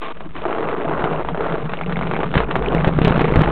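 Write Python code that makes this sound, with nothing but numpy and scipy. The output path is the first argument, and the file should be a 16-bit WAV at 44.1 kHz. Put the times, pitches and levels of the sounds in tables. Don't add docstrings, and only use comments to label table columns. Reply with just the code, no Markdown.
import sys
import numpy as np
from scipy import signal
from scipy.io import wavfile
from scipy.ndimage import uniform_filter1d

SR = 44100
rng = np.random.default_rng(int(sys.argv[2]) if len(sys.argv) > 2 else 0)


def linear_from_db(decibels):
    return 10 ** (np.asarray(decibels, float) / 20)


def master(y):
    cut = np.clip(np.atleast_2d(y).T, -1, 1)
    pcm = np.round(cut * 32767)
    wavfile.write(sys.argv[1], SR, pcm.astype(np.int16))


N = 154791

# t/s, frame level/dB, wind level/dB
LOAD = [
    (0.0, -53, -55),
    (.3, -41.5, -42.5),
    (.55, -42, -54),
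    (0.94, -35, -38),
    (1.5, -36.5, -41.5),
    (1.8, -33, -37.5),
    (2.1, -28, -38),
    (2.6, -31, -32.5),
    (3, -21, -29),
    (3.51, -26, -26),
]
GRAIN_SPREAD_DB = 3.2


def evened(x):
    return x / np.sqrt(np.mean(x ** 2) + 1e-20)


def curve(rows, column):
    rows = np.array(rows)
    return np.interp(np.arange(N) / SR, rows[:, 0], rows[:, column])


def add(mix, s, sound):
    part = mix[max(round(s * SR), 0):][:len(sound)]
    part += sound[:len(part)]


def wander(per_s):
    return evened(signal.lfilter(*signal.butter(2, per_s, fs=SR), rng.standard_normal(N)))


def resonate(x, hz, width_hz):
    turn = np.exp(2j * np.pi * hz * np.arange(len(x)) / SR)
    r = np.exp(-np.pi * width_hz / SR)
    return 2 * (turn * signal.lfilter([1 - r], [1, -r], x / turn)).real


def tilt(x, bright_db):
    def half(kind):
        once = signal.butter(2, 1800, kind, fs=SR, output="sos")
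        return signal.sosfilt(np.tile(once, (2, 1)), x)
    return half("low") + linear_from_db(bright_db) * half("high")


def shell(x):
    # f/Hz, level/dB (per Hz)
    colour = [(120, -30), (200, -4), (262, 1), (449, 5.5), (537, -0.5), (850, -1.5), (1500, -7.5),
              (2960, -16), (3780, -22.5), (4300, -38.5), (5590, -61.5), (9460, -120)]
    # f/Hz, width/Hz, level/dB
    panels = [(354, 90, -16), (461, 35, -8), (656, 34, 0), (1180, 25, -7.5), (2160, 67, -20.5),
              (2650, 130, -15.5)]
    f, db = np.transpose(colour)
    hz = abs(np.fft.fftfreq(4096, 1 / SR))
    log_gain = np.log(linear_from_db(np.maximum(np.interp(np.log(hz + 1), np.log(f + 1), db), -70)))
    spectrum = np.exp(log_gain - 1j * signal.hilbert(log_gain).imag)
    taps = np.fft.ifft(spectrum).real[:2048]
    x = x + sum(linear_from_db(db) * resonate(x, hz, width) for hz, width, db in panels)
    return signal.oaconvolve(x, taps / np.linalg.norm(taps))[:N]


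def wind():
    hz, width_hz, lumps_db = 48.4, 10, 2
    air = rng.standard_normal(N) * linear_from_db(lumps_db * wander(5.6))
    main = resonate(resonate(air, hz, width_hz), hz, width_hz)
    deep = resonate(resonate(air, 29, 40), 29, 40)
    return linear_from_db(curve(LOAD, column=2) + 1.5) * evened(main + 0.2 * deep)


def scuffs():
    # t/s, length/s, level/dB, brightness/dB
    drags = [
        (0.016, 0.059, -38, 7),
        (0.078, 0.018, -39, 3),
        (0.098, 0.028, -41, 7.5),
        (0.219, 0.058, -53, -5.5),
        (0.349, 0.053, -43, 4.5),
    ]
    # f/Hz, width/Hz, level/dB
    pad_rings = [(500, 27, 2), (1100, 120, 15.7), (2250, 140, 2), (3170, 2700, 2.7)]
    slips_per_s, edge_s = 210, 0.0036
    out = np.zeros(N)
    for s, length, db, bright_db in drags:
        t = np.arange(0, length, 1 / SR)
        noise = rng.standard_normal((2, 4000))
        pace = slips_per_s * (1 + 3.6 * uniform_filter1d(noise[0], 150))
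        slips = np.cumsum(pace)[:len(t)] / SR
        slip_level = 0.43 + np.exp(-(slips % 1) / 0.26)
        edge = np.clip(np.minimum(4 * t, length - t) / edge_s, 0, 1)
        rub = evened(slip_level * noise[1, :len(t)])
        add(out, s, tilt(linear_from_db(db) * edge * rub, bright_db))
    return out + sum(linear_from_db(db) * resonate(out, hz, width) for hz, width, db in pad_rings)


def frame(blows):
    # f/Hz, width/Hz, level/dB
    modes = [(161.9, 30, 5), (131, 27, -22.5), (204, 52, -9.5)]
    thud_db = -5.5

    def drum(x):
        return sum(linear_from_db(db) * resonate(resonate(x, hz, 3 * width), hz, width) for hz, width, db in modes)
    road = rng.standard_normal(N) * linear_from_db(0.5 * wander(6.5))
    rumble = linear_from_db(curve(LOAD, column=1) + 2.0) * evened(drum(road))
    return rumble + linear_from_db(thud_db + 19.5) * drum(blows)


def rings(rows, gain_db, cycles):
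    out, t = np.zeros(N), np.arange(9000) / SR
    for s, db, hz in rows:
        turns = hz * t
        swell = np.minimum(turns / 1.9, 1)
        fade = linear_from_db(db + gain_db - 60 * turns / cycles)
        add(out, s, fade * swell * np.sin(-2 * np.pi * turns))
    return out


def thumps():
    # t/s, peak level/dB, f/Hz
    blows = [(0.64, -19, 159.7), (0.861, -17.5, 154), (1.033, -16, 151), (1.113, -15, 161),
             (1.314, -15.5, 163), (1.461, -20, 164), (1.514, -14, 159), (1.629, -12.5, 152.3),
             (1.715, -26, 188), (1.873, -13.5, 173), (1.966, -10, 162), (2.058, -14, 161),
             (2.167, -19, 168.4), (2.252, -15, 166), (2.355, -11.5, 165.6), (2.558, -15.5, 146.4),
             (2.634, -15, 166), (2.742, -11, 162), (2.869, -14, 154.6), (2.965, -16, 162.5),
             (3.064, -20, 133.5), (3.17, -17.5, 132), (3.277, -18, 160), (3.38, -11, 156.6)]
    return rings(blows, gain_db=-3.5, cycles=33)


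def bonks():
    # t/s, peak level/dB, f/Hz
    blows = [(0.214, -32, 555), (0.258, -23.5, 316), (0.354, -26.5, 300), (0.454, -13, 366),
             (0.527, -27, 450), (0.583, -23, 447), (0.628, -11.5, 448), (0.689, -24, 450),
             (0.723, -12.5, 460), (0.818, -19.5, 435), (0.854, -14, 680), (0.91, -9.5, 663),
             (2.561, -15, 393), (2.611, -12, 447), (2.68, -12, 422), (2.729, -14, 409), (2.864, -11.5, 444),
             (3.047, -7.5, 434), (3.3, -9.5, 442)]
    return rings(blows, gain_db=1, cycles=24.5)


def ticks():
    # t/s, peak level/dB, f/Hz
    blows = [(0.6544, -31, 2750), (1.1613, -29, 2720), (1.7714, -27, 2790), (1.7894, -24, 2220),
             (1.8357, -24.5, 2310), (1.8617, -28, 2770), (1.9584, -19.5, 2140), (2.0254, -21, 2180),
             (2.1454, -28, 2220), (2.1545, -21, 2200), (2.2154, -28, 2230), (2.3154, -28.5, 2740),
             (2.4438, -27.5, 2500), (2.6609, -18, 2430), (2.6848, -20.5, 3000), (2.7811, -19.5, 2180),
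             (3.0979, -22, 2260), (3.2425, -18, 2240), (3.2814, -20.5, 2210), (3.3383, -19, 2110)]
    return rings(blows, gain_db=8.5, cycles=19.3)


def jolts():
    # t/s, width/ms, push level/dB
    bumps = [(1.0425, .5, 2.5), (2.3573, 1.1, -4), (2.3692, 3.1, -3.5), (2.4044, .4, -2), (2.5639, .6, 3),
             (2.7493, 1.1, 5), (2.8736, 3.1, -3), (2.8797, 1.1, 6), (2.8927, .7, -3), (2.989, 1.3, 1.5),
             (3.0172, 1.7, 1), (3.0493, 1.5, 10), (3.0728, 2.2, 2), (3.075, .55, -3), (3.08, 1.4, 12),
             (3.109, 1.9, 3), (3.1786, 1.1, 1), (3.195, 1.1, -6.5), (3.2161, 1.2, 8), (3.2847, .4, -4),
             (3.3233, 1.2, 2), (3.36, 1.7, 10), (3.3741, 5.4, -3), (3.3935, 3.1, 6), (3.4131, 1.7, -3),
             (3.4194, 1.8, 10), (3.4766, .8, -2)]
    edge_s = .0007
    rebound, rebound_hz, rebound_t60_s = 0.15, 128, 0.06
    out, pinned, t = np.zeros(N), np.zeros(N), np.arange(4000) / SR
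    for s, ms, db in bumps:
        width = .88 * ms / 1000 + edge_s * min(1, linear_from_db(-db))
        ramp = np.clip(np.minimum(t, 0.83 * (width - t)) / edge_s, 0, 1)
        hold = np.sin(np.pi / 2 * ramp) ** 2
        after = np.maximum(t - width, 0)
        fade = linear_from_db(-60 * after / rebound_t60_s)
        swing = rebound * min(ms / 2, 1) * np.sin(2 * np.pi * rebound_hz * after) * fade
        add(out, s - width / 2, swing - linear_from_db(db) * hold)
        add(pinned, s - width / 2, hold)
    return out, np.minimum(pinned, 1)


def knocks():
    # t/s, peak level/dB, brightness/dB
    strikes = [(0.171, -31, 9), (0.206, -21, -0.5), (0.26, -34, 3), (0.352, -45, -5), (0.364, -23.5, 15),
               (0.434, -18, -10), (0.453, -5, -11), (0.501, -39, 3), (0.527, -7, -6), (0.583, -10, -3),
               (0.627, -10.5, -3), (0.687, -8.5, -0.5), (0.768, -22.5, 5), (0.817, -16, 2.5),
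               (0.852, -23, 1.5), (0.88, -14.5, -1), (0.91, -10, -11.5), (0.928, -9.5, -17), (0.98, -34, 7),
               (0.995, -11, -9), (1.04, -13.5, 9.5), (1.072, -9, -18), (1.1, -17.5, -3), (1.248, -11, -6),
               (1.273, -22, 2), (1.286, -14, -4.5),
               (1.287, -7.5, -2.3), (1.346, -11, -4.5), (1.374, -14, 1.5), (1.407, -10, -0.5),
              (1.444, -15.5, 1), (1.465, -10, -5.5), (1.499, -12.5, 0), (1.522, -11, 0.5), (1.583, -20, 0),
              (1.641, -28, 3), (1.67, -36, 2), (1.694, -13, 2.5), (1.718, -22.5, 8), (1.735, -10, 5),
              (1.811, -10, 2.2), (1.895, -14.5, 1.5), (1.923, -13, 7.5), (1.945, -27, 3.8),
              (1.968, -12, 4.5), (1.99, -13.5, 2.9), (2.011, -10.5, 1.4), (2.032, -14.5, 2),
              (2.07, -15.5, 8.3), (2.112, -9, 4.4), (2.136, -9.5, 1.6), (2.164, -10, 4), (2.204, -15, 6),
              (2.232, -8.5, 1.3),
               (2.34, -9, 6.5), (2.354, -8.5, 9.3), (2.377, -10, 13.5), (2.403, -5.5, 2.4), (2.485, -23, 3.3),
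            (2.51, -7.5, 6.6), (2.555, -5, 5), (2.556, -18.5, 5.4), (2.623, -13, 2.5), (2.645, -15, 2.1),
            (2.728, -22, 3.8), (2.748, -10.5, 3.5), (2.808, -14, 3.1), (2.845, -4, 5), (2.872, -11.5, 11),
            (2.989, -12, 3.7), (3.016, -5.5, 3.6), (3.048, -7, 14.5), (3.079, -13.5, 8.4),
            (3.136, -31, 2.3), (3.176, -18.5, 1.4), (3.193, -18.5, 18), (3.216, -22.5, 8.9),
            (3.304, -17, 1.3), (3.358, -4.5, 5.8), (3.411, -9.5, 7.4), (3.436, -7, 7.5), (3.475, -22, 1.2)]
    knock_db, rise_s = -3, 0.0015
    crack_t60_s, crack_low_hz, snap_level = .012, 850, 1.4
    tail_db, tail_t60_s = -13, 0.1
    out, t = np.zeros(N), np.arange(4000) / SR
    rows = strikes
    noise = rng.standard_normal((len(rows), len(t))) * np.minimum(t / rise_s, 1)
    snap = snap_level * np.exp(-(t / .00015 - 2) ** 2)
    crack = (noise + snap) * linear_from_db(-60 * t / crack_t60_s)
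    crack = signal.lfilter(*signal.butter(2, crack_low_hz, "high", fs=SR), crack)
    crack = crack / np.linalg.norm(uniform_filter1d(crack, size=8), axis=1, keepdims=True)
    chatter = noise * linear_from_db(tail_db - 60 * t / tail_t60_s)
    for (s, db, bright_db), sound in zip(rows, 2 * crack + chatter):
        add(out, s, tilt(linear_from_db(db + knock_db) * sound, bright_db))
    return out


def stones(per_s):
    size = linear_from_db(GRAIN_SPREAD_DB * np.minimum(rng.exponential(1, N), 2.5))
    return size * (rng.random(N) < per_s / SR)


def pings():
    low_hz, high_hz, cycles, patches = 398, 1487, 8, 24
    size = stones(per_s=500)
    patch = rng.integers(0, patches, N)
    t, out = np.arange(2000) / SR, np.zeros(N)
    for k, hz in enumerate(np.geomspace(low_hz, high_hz, num=patches)):
        ring = np.sin(2 * np.pi * hz * t) * linear_from_db(-60 * t * hz / (2 * cycles))
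        out += signal.oaconvolve(size * (patch == k), ring / np.linalg.norm(ring))[:N]
    return evened(out)


def grit():
    # t/s, grit level/dB, brightness/dB
    roll = [(0, -45.5, 8), (.13, -46, 8.5), (.25, -40.5, 5), (.33, -48, 10), (.42, -32.5, 2),
            (.445, -25.5, -3.5), (.8, -22, -5.5), (1.21, -21.5, -5), (1.24, -36, 4), (1.4, -24.5, -8.5),
            (1.54, -23.5, -4), (1.6, -30.5, 0.5), (2.08, -30.5, 0), (2.2, -21, -5.5), (2.3, -32, 6),
            (2.4, -21, 2.5), (2.5, -26.5, -8), (2.75, -21, -4), (2.96, -28, 3), (3.2, -20.5, 3),
            (3.51, -21.5, -2)]
    grain_t60_s, hiss_db, ping_db = .009, -9, -2.5
    clump_db, clumps_per_s = 2, 26
    power = signal.lfilter([1], [1, -linear_from_db(-120 / (grain_t60_s * SR))], stones(per_s=300) ** 2)
    bursts = evened(np.sqrt(power))
    blows = shell((bursts + linear_from_db(hiss_db)) * rng.standard_normal(N))
    clumps = linear_from_db(clump_db * np.clip(wander(clumps_per_s), -2.5, 1.5))
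    drive = (evened(blows) + linear_from_db(ping_db) * pings()) * clumps
    return tilt(evened(drive) * linear_from_db(curve(roll, column=1)), curve(roll, column=2))


def scene():
    stiffen = .55
    blows = knocks()
    shoves, pinned = jolts()
    struck = ticks() + bonks() + thumps()
    ride = wind() + shell(blows + scuffs()) + frame(blows) + struck + grit()
    return ((1 - stiffen * pinned) * ride + shoves)[None]


def band_limit(x):
    return signal.sosfilt(signal.butter(12, 15850, fs=SR, output="sos"), x)


def record(dry):
    offset, settle_hz, edge_hz = -.047, 8, 4333
    soft_limit, crest_limit, hard_limit = .726, .44, .7
    x = dry + offset
    limit = np.where(x < 0, soft_limit, crest_limit)
    x = x / (1 + abs(x / limit) ** 8) ** (1 / 8)
    drift = signal.lfilter(*signal.butter(1, settle_hz, fs=SR), x - offset)
    x = x - drift * np.clip(1 + x / soft_limit, 0, 1)
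    narrow = signal.firwin(401, edge_hz, window=("kaiser", 8.5), fs=SR)
    x = signal.oaconvolve(np.pad(x, ((0, 0), (200, 200)), "edge"), narrow[None], "valid")
    return band_limit(np.maximum(x, -hard_limit))


dry = scene()
out = record(dry)
master(out)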